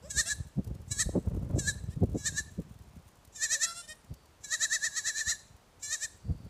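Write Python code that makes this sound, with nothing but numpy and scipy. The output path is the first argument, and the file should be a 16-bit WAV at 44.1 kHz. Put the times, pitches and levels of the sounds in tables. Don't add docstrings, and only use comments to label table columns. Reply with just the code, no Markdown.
import sys
import numpy as np
from scipy import signal
from scipy.fft import rfft, irfft
from scipy.io import wavfile
from scipy.ndimage import map_coordinates

SR = 44100
rng = np.random.default_rng(int(sys.argv[2]) if len(sys.argv) > 2 else 0)


def digitize_waveform(pressure):
    field = np.atleast_2d(pressure).T
    bounded = np.clip(field, -1, 1)
    quanta = np.round(bounded * 32767).astype(np.int16)
    wavfile.write(sys.argv[1], SR, quanta)


N = 286209
TIME = np.arange(N) / SR

# f/Hz, density/dB per Hz
AIR_COLOUR = [(18, -21), (30, 3), (81, -10), (148, -11.5), (177, -12), (341, -13), (546, -12.5), (970, -14),
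              (1820, -21.5), (3230, -24.5), (7650, -28), (11000, -33), (15500, -38)]
AIR_DB = -62.5

# t/s, level/dB, rise/s
GUSTS = [(.04, -51, 0.12), (0.178, -37.5, 0.017), (0.388, -43, .04), (0.716, -38, 0.061), (1.17, -38, 0.14),
         (1.44, -34, 0.2), (1.75, -42.5, .05), (2.07, -38.5, 0.076), (2.312, -41.5, 0.041),
         (2.521, -48, .2), (2.97, -46.5, 0.013), (5.278, -46.5, 0.011), (5.79, -53.5, 0.013),
         (6.297, -38.5, 0.036), (6.44, -39.5, 0.017)]
# f/Hz, density/dB per Hz
WIND_COLOUR = [(12, -24), (20, -25), (59, 2.5), (107, -1), (191, -8), (335, -23.5), (401, -26.5),
               (826, -52), (1140, -51), (1500, -52), (1950, -74), (3300, -120)]
GUST_FALL_RATIO, CALM_DB = 1.57, -63
ROAR_GUST_DB = -33

# t/s, level before colouring/dB
SNAPS = [(0.6463, -50.5), (.6758, -52), (0.751, -55), (1.3483, -56), (2.037, -51.5), (2.79, -59),
         (3.251, -52), (4.141, -50.5)]
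# f/Hz, gain/dB
SNAP_COLOUR = [(500, -53), (2000, -8), (6000, -0.5), (11000, -1.5), (15000, -4.5)]
CRACKLE_SPREAD_DB = 3.5

# middle t/s, length/s, pitch f/Hz, glide/Hz per s,
# level before colouring/dB, mouth opening/dB
HUMS = [(0.058, .075, 583, 3240, -55.5, -32), (3.567, .07, 550, 1650, -60, -20)]
# f/Hz, gain on a harmonic/dB
NOSE = [(300, 3), (560, 9), (1100, -9), (2500, -19), (4000, -17), (5200, -7), (6500, -22), (7600, -6),
        (9000, -30), (15000, -46)]
ANSWERS = [(.28, 0.056, 688, 1104, -38, -39), (1.923, 0.062, 602, 2031, -62, -21),
           (3.686, 0.12, 680, 204.5, -45, 10.5), (3.786, 0.091, 691.5, 94, -45, -0.5),
           (3.844, 0.059, 603, 22, -55, -23), (3.908, 0.069, 623.5, 206, -47, -15)]
# f/Hz, gain on a harmonic/dB
SECOND_THROAT = [(300, 14), (680, -18), (1300, -20.5), (1870, -1), (2080, -22.5), (2500, -11), (3400, -6.5),
                 (4100, -4), (4800, -8.5), (5500, -4), (6400, -15), (7500, -6), (9500, -12), (15000, -36)]
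ARCH_DB, ARCH_SHARE = -11.5, 0.028

# first accent t/s, end t/s, held pitch f/Hz, held level before colouring/dB,
# accent pitch f/Hz, accent level before colouring/dB, accent decay/s, mouth opening/dB
BLEATS = [(0.11, 0.348, 530.3, -43.5, 573.5, -28.5, 0.012, -4.5),
          (.919, 1.046, 551, -40.5, 577, -25.5, 0.015, -6), (1.594, 1.73, 526.5, -39.5, 575, -26, .013, -4),
          (2.183, 2.428, 538, -43.5, 569.5, -42, 0.045, -6),
          (3.363, 3.669, 567, -41.5, 610.3, -36, .012, -7),
          (4.447, 5.37, 544, -46.5, 577, -33, 0.013, -2.5),
          (5.834, 6.072, 554, -42.5, 582.5, -31, .055, -9)]
# t/s, crest pitch f/Hz, crest level before colouring/dB, rise/s,
# ring of the throat f/Hz, rasp/0-1
THROBS = [(0.2, 625, -18.5, 0.04, 6900, 0.05), (.316, 578, -27, 0.034, 7340, 0.43),
          (1.011, 654, -19.5, 0.028, 7250, 0.09), (1.688, 579.5, -25, 0.023, 7140, 0),
          (2.272, 621, -22, 0.024, 7330, 0), (2.384, 595.5, -26, 0.019, 6300, 0.12),
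          (3.442, 642.7, -21, 0.032, 7100, 0.08), (3.54, 651, -19, 0.044, 6230, 0.06),
          (3.642, 671, -18, 0.033, 6700, 0.11), (4.54, 644, -22.5, 0.036, 6630, 0.11),
          (4.64, 657, -20.5, 0.042, 7140, .03), (4.748, 665, -21, 0.044, 5840, 0),
          (4.858, 661.6, -23, 0.033, 6600, 0), (4.98, 648.4, -24, 0.023, 6800, 0.22),
          (5.085, 681, -23, 0.032, 7000, 0.34), (5.2, 639, -26, .038, 6540, 1),
          (5.306, 716, -21.5, .036, 6700, 0.4), (5.938, 638, -25, 0.038, 6320, 0.1),
          (6.04, 632, -25.5, 0.024, 7220, 0.03)]
# f/Hz, gain on a harmonic/dB
THROAT = [(300, -51), (600, -38), (1300, -35), (2400, -24), (2900, -32.5), (3450, -27), (4000, -10.5),
          (4800, -24), (5800, -15), (7500, -13), (8100, -19.5), (9000, -30.5), (11200, -35.5), (15000, -62)]
LEAD_S, ACCENT_RISE_S, SCOOP_HZ_PER_S, LEAD_DB_PER_S = .042, 0.011, 2400, 168
LEAD_DB = -9
SHUT_DB, OPEN_S = -23, 0.074
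TIGHTEN_HZ_PER_S, SWELL_DB_PER_S = 42, 11
THROB_FALL_S = .022
PITCH_RISE_SHARE, PITCH_FALL_S = .66, .0135

# f/Hz, t60/s
WOOD_T60 = [(500, .4), (1800, .55), (4000, .5), (7000, .55), (12000, .36)]
# f/Hz, gain/dB
WOOD_COLOUR = [(500, 6), (1800, -9.5), (4000, -0.5), (7000, -8), (9800, 7.5), (14000, 2)]

# t/s, level/dB, centre f/Hz, time from peak to half swell/s
BUFFETS = [(0.59, -24, 184, 0.0096), (0.917, -33, 133.6, 0.0098), (1.066, -22.5, 89, 0.0033),
           (1.093, -30, 327, 0.0025), (1.161, -25.5, 387, 0.01), (1.178, -25.5, 266, 0.0098),
           (1.373, -33, 225, 0.0048), (1.564, -26, 253, 0.0048), (1.581, -23, 238, 0.0028),
           (1.971, -31, 138, 0.0094), (2.032, -18.5, 195, 0.0094), (2.157, -27.5, 285, 0.011),
           (2.597, -29.5, 210, 0.0097), (4.117, -36.5, 119, .011), (6.3, -26, 118, 0.014)]

# t/s, level/dB, half length/s
WHISTLE = [(4.2, -74, .1), (6.377, -74, 0.33)]

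EDGE_HZ = 15500


def gain_of(db):
    return 10 ** (np.asarray(db) / 20)


def evened(x):
    return x / np.sqrt(np.mean(x ** 2) + 1e-20)


def read(points, hz):
    f, value = np.transpose(points)
    return np.interp(np.log(hz + 1), np.log(f + 1), value)


def add(mix, s, sound):
    part = mix[max(round(s * SR), 0):][:len(sound)]
    part += sound[:len(part)]


def colour(x, points, size=8192):
    log_gain = np.log(gain_of(read(points, abs(np.fft.fftfreq(size, 1 / SR)))))
    response = np.exp(np.conj(signal.hilbert(log_gain)))
    taps = np.fft.ifft(response).real[:size // 2]
    return signal.oaconvolve(x, taps)[:len(x)]


def wander(count, hz):
    softening = np.exp(-(np.arange(SR + 1) / (2 * hz)) ** 2)
    slow = irfft(rfft(rng.standard_normal(2 * SR)) * softening)
    return np.resize(evened(slow), count)


def resonate(x, hz, width):
    turn = np.exp(2j * np.pi * np.cumsum(hz * np.ones(len(x))) / SR)
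    r = np.exp(-np.pi * width / SR)
    lowered = x / turn + 1e-18
    return 2 * (turn * signal.lfilter([1 - r], [1, -r], lowered)).real


def bell(t, rise, fall):
    return np.exp(-(t / np.where(t < 0, rise, fall)) ** 2)


def air():
    return evened(colour(rng.standard_normal(N), AIR_COLOUR)) * gain_of(AIR_DB)


def gusts():
    power = sum(gain_of(db) ** 2 * bell(TIME - s, rise, GUST_FALL_RATIO * rise) for s, db, rise in GUSTS)
    return 10 * np.log10(power + gain_of(CALM_DB) ** 2)


def wind(lumps_db=5.5, roar_db=-51, roar_hz=440, roar_width=330, growth=1.53):
    lumps = gain_of(lumps_db * wander(N, 69))
    gust_db = gusts()
    rumble = evened(colour(rng.standard_normal(N) * lumps, WIND_COLOUR)) * gain_of(gust_db)
    roar = rng.standard_normal(N) * lumps
    roar = resonate(resonate(roar, roar_hz, roar_width), roar_hz, roar_width)
    roar_level = gain_of(roar_db + growth * np.minimum(gust_db - ROAR_GUST_DB, 0))
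    return rumble + evened(roar) * roar_level


def grass(decay_s=0.0023, crackle_db=-68, per_s=70, size=2048):
    out, age = np.zeros(N), TIME[:size] / decay_s
    crush = age * np.exp(1 - age)
    for s, db in SNAPS:
        snap = rng.standard_normal(size) * crush
        add(out, s - decay_s, gain_of(db) * snap)
    walking = np.interp(TIME, [2.7, 3.4], [1, .15])
    breaks = rng.random(N) < walking * per_s / SR
    extra_db = CRACKLE_SPREAD_DB * np.minimum(rng.exponential(1, N), 3)
    stems = breaks * gain_of(crackle_db + extra_db)
    out += signal.oaconvolve(stems, rng.standard_normal(size) * crush)[:N]
    return colour(out, SNAP_COLOUR)


def folds(hz, rasp, jitter=0.005, rasp_jitter=0.077, shimmer=0.087, rasp_shimmer=0.35, hiss=0.2, count=30):
    n = len(hz)
    unevenness = (jitter + rasp_jitter * rasp) * wander(n, 390)
    turns = np.cumsum(hz * (1 + unevenness)) / SR
    pulses = np.sqrt(2) * sum(np.cos(2 * np.pi * k * turns) for k in range(1, count))
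    spread = shimmer + rasp_shimmer * rasp
    luck = rng.standard_normal(SR)[np.round(turns).astype(int)]
    strength = np.maximum(1 + spread * luck, 0) / np.sqrt(1 + spread ** 2)
    noise = np.diff(rng.standard_normal(2 * SR))[:n]
    puffs = evened(np.exp(-(turns % 1) / .5) * noise)
    return pulses * strength + hiss * np.sqrt(count) * puffs


def voice(t, hz, db, opening_db, throbs, throat, mouth_hz=1760, mouth_width=235, ring_width=800, ring=0.3,
          slack_db=-5, sag=.03, slack_s=0.047, slack_mouth_db=-10, jaw_s=0.04, peaked=2.09, waver=.006,
          breath_db=-35, breath_growth=0.72, breath_hz=10500, breath_width=4500):
    rasp, ring_hz = np.zeros(len(t)), np.full(len(t), 7400.)
    for at, crest_hz, crest_db, rise, crest_ring_hz, strain in throbs:
        slack = np.exp(-((t - at - slack_s) / .018) ** 2)
        hz, db = hz * (1 - sag * slack), db + slack_db * slack
        opening_db = opening_db + slack_mouth_db * bell(t - at - jaw_s, .018, 0.02)
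        push = np.exp(-abs((t - at) / np.where(t < at, rise, THROB_FALL_S)) ** peaked)
        hz = hz + (crest_hz - hz) * bell(t - at, PITCH_RISE_SHARE * rise, PITCH_FALL_S)
        db = db + (crest_db - db) * push
        ring_hz = ring_hz + (crest_ring_hz - ring_hz) * push
        rasp = rasp + strain * np.exp(-((t - at + 0.014) / 0.014) ** 2)
    fade = np.clip(np.minimum((t - t[0]) / 0.0048, (t[-1] - t) / 0.021), 0, 1)
    edges = np.sin(np.pi / 2 * fade) ** 2
    drive = folds(hz * (1 + waver * wander(len(t), 40)), rasp) * gain_of(db) * edges

    mouth = resonate(resonate(drive, mouth_hz, mouth_width), mouth_hz, mouth_width)
    mouth = mouth * gain_of(-11 * rasp)
    upper = colour(drive, throat)
    shut = 1 - gain_of(0.58 * np.minimum(opening_db, 0))
    upper = upper - shut * resonate(upper, 4320, 1170)
    ringing = ring * resonate(upper, ring_hz, ring_width)

    breath = rng.standard_normal(2 * SR)[:len(t)]
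    breath = resonate(resonate(breath, breath_hz, breath_width), breath_hz, breath_width)
    breath = evened(breath) * edges * gain_of(breath_db + breath_growth * db)
    return t[0], upper + ringing + gain_of(opening_db) * mouth + breath


def short_call(at, length, hz, glide, db, open_db):
    t = np.arange(-length / 2, length / 2, 1 / SR)
    ends = (2 * t / length) ** 2
    return at + t, hz * (1 - ARCH_SHARE * ends) + glide * t, db + ARCH_DB * ends, open_db


def bleat(at, end, note_hz, note_db, accent_hz, accent_db, accent_s, open_db):
    t = np.arange(at - LEAD_S, end, 1 / SR)
    early, age = np.maximum(at - t, 0), np.maximum(t - at, 0)
    accent = bell(t - at, ACCENT_RISE_S, accent_s)
    hz = note_hz + (accent_hz - note_hz) * bell(age, accent_s, 1.6 * accent_s)
    hz = hz - SCOOP_HZ_PER_S * early + TIGHTEN_HZ_PER_S * age
    held_db = note_db + np.where(t < at, LEAD_DB - LEAD_DB_PER_S * early, SWELL_DB_PER_S * age)
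    db = held_db + (accent_db - held_db) * accent
    return t, hz, db, open_db + SHUT_DB * np.maximum(1 - age / OPEN_S, 0) ** 2


def stretched(throat, throbs, usual_ring_hz=6750):
    ring_hz = np.mean([throb[4] for throb in throbs])
    ratio = ring_hz / usual_ring_hz
    return [(hz * np.interp(hz, [4500, 8000], [1, ratio]), db) for hz, db in throat]


def ground(x, delay_s=0.0010787, sway_s=0.0002115, bounce=0.44):
    late = (delay_s + sway_s * wander(N, 2.9)) * SR
    bounced = map_coordinates(x, [np.arange(N) - late], order=3)
    return (x + bounce * bounced) / np.sqrt(1 + bounce ** 2)


def kids():
    out = np.zeros(N)
    for row in HUMS:
        add(out, *voice(*short_call(*row), [], NOSE, ring=0))
    for row in BLEATS:
        throbs = [throb for throb in THROBS if row[0] < throb[0] < row[1]]
        add(out, *voice(*bleat(*row), throbs, stretched(THROAT, throbs)))
    for row in ANSWERS:
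        add(out, *voice(*short_call(*row), [], SECOND_THROAT, mouth_hz=1518, ring=0.11))
    return ground(out)


def wood(x, build_s=0.0021, scatter_db=-14, fence_s=0.099, fence_db=-31, blur_s=.0001, blur_hz=70):
    trunks = rng.random(SR) < 3000 / SR
    taps = rng.standard_normal(SR) * trunks * (1 - np.exp(-TIME[:SR] / build_s))
    hz, t, z = signal.stft(taps, SR, nperseg=256)
    fading = gain_of(-60 * t / read(WOOD_T60, hz)[:, None])
    tail = signal.istft(z * fading, SR, nperseg=256)[1]
    tail = colour(tail * gain_of(scatter_db) / np.linalg.norm(tail), WOOD_COLOUR)
    add(tail, fence_s, gain_of([fence_db]))
    echo = signal.fftconvolve(x, tail)[:N]
    return map_coordinates(echo, [np.arange(N) - blur_s * SR * wander(N, blur_hz)], order=3)


def buffets(steepness=3.7, flutter_db=-28, flutter_hz=510, size=8192):
    out, hz = np.zeros(N), np.fft.rfftfreq(size, 1 / SR)
    t = (np.arange(size) - size // 2) / SR
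    flutter = gain_of(flutter_db) * np.exp(-((hz - flutter_hz) / 190) ** 2)
    for s, db, centre_hz, length in BUFFETS:
        swell = 1 / np.cosh(t / length * 1.31)
        low = hz / centre_hz / (1 + (hz / centre_hz) ** (steepness + 1))
        band = low + flutter * centre_hz / 260
        thump = irfft(rfft(swell * rng.standard_normal(size)) * band)
        add(out, s + t[0], gain_of(db) * thump * np.linalg.norm(swell) / np.linalg.norm(thump))
    return out


def whistle(hz=4600, width=350):
    tone = resonate(resonate(rng.standard_normal(N), hz, width), hz, width)
    swells = sum(gain_of(db) * bell(TIME - s, length, length) for s, db, length in WHISTLE)
    return evened(tone) * swells


def scene():
    goats = kids()
    return (air() + wind() + grass() + goats + wood(goats) + buffets() + whistle())[None]


def record(dry, low_cut_hz=40):
    thinned = signal.sosfilt(signal.butter(2, low_cut_hz, "high", fs=SR, output="sos"), dry)
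    band_limit = signal.firwin(511, EDGE_HZ, window=("kaiser", 9), fs=SR)
    return signal.oaconvolve(thinned, band_limit[None], "same")


dry = scene()
out = record(dry)
digitize_waveform(out)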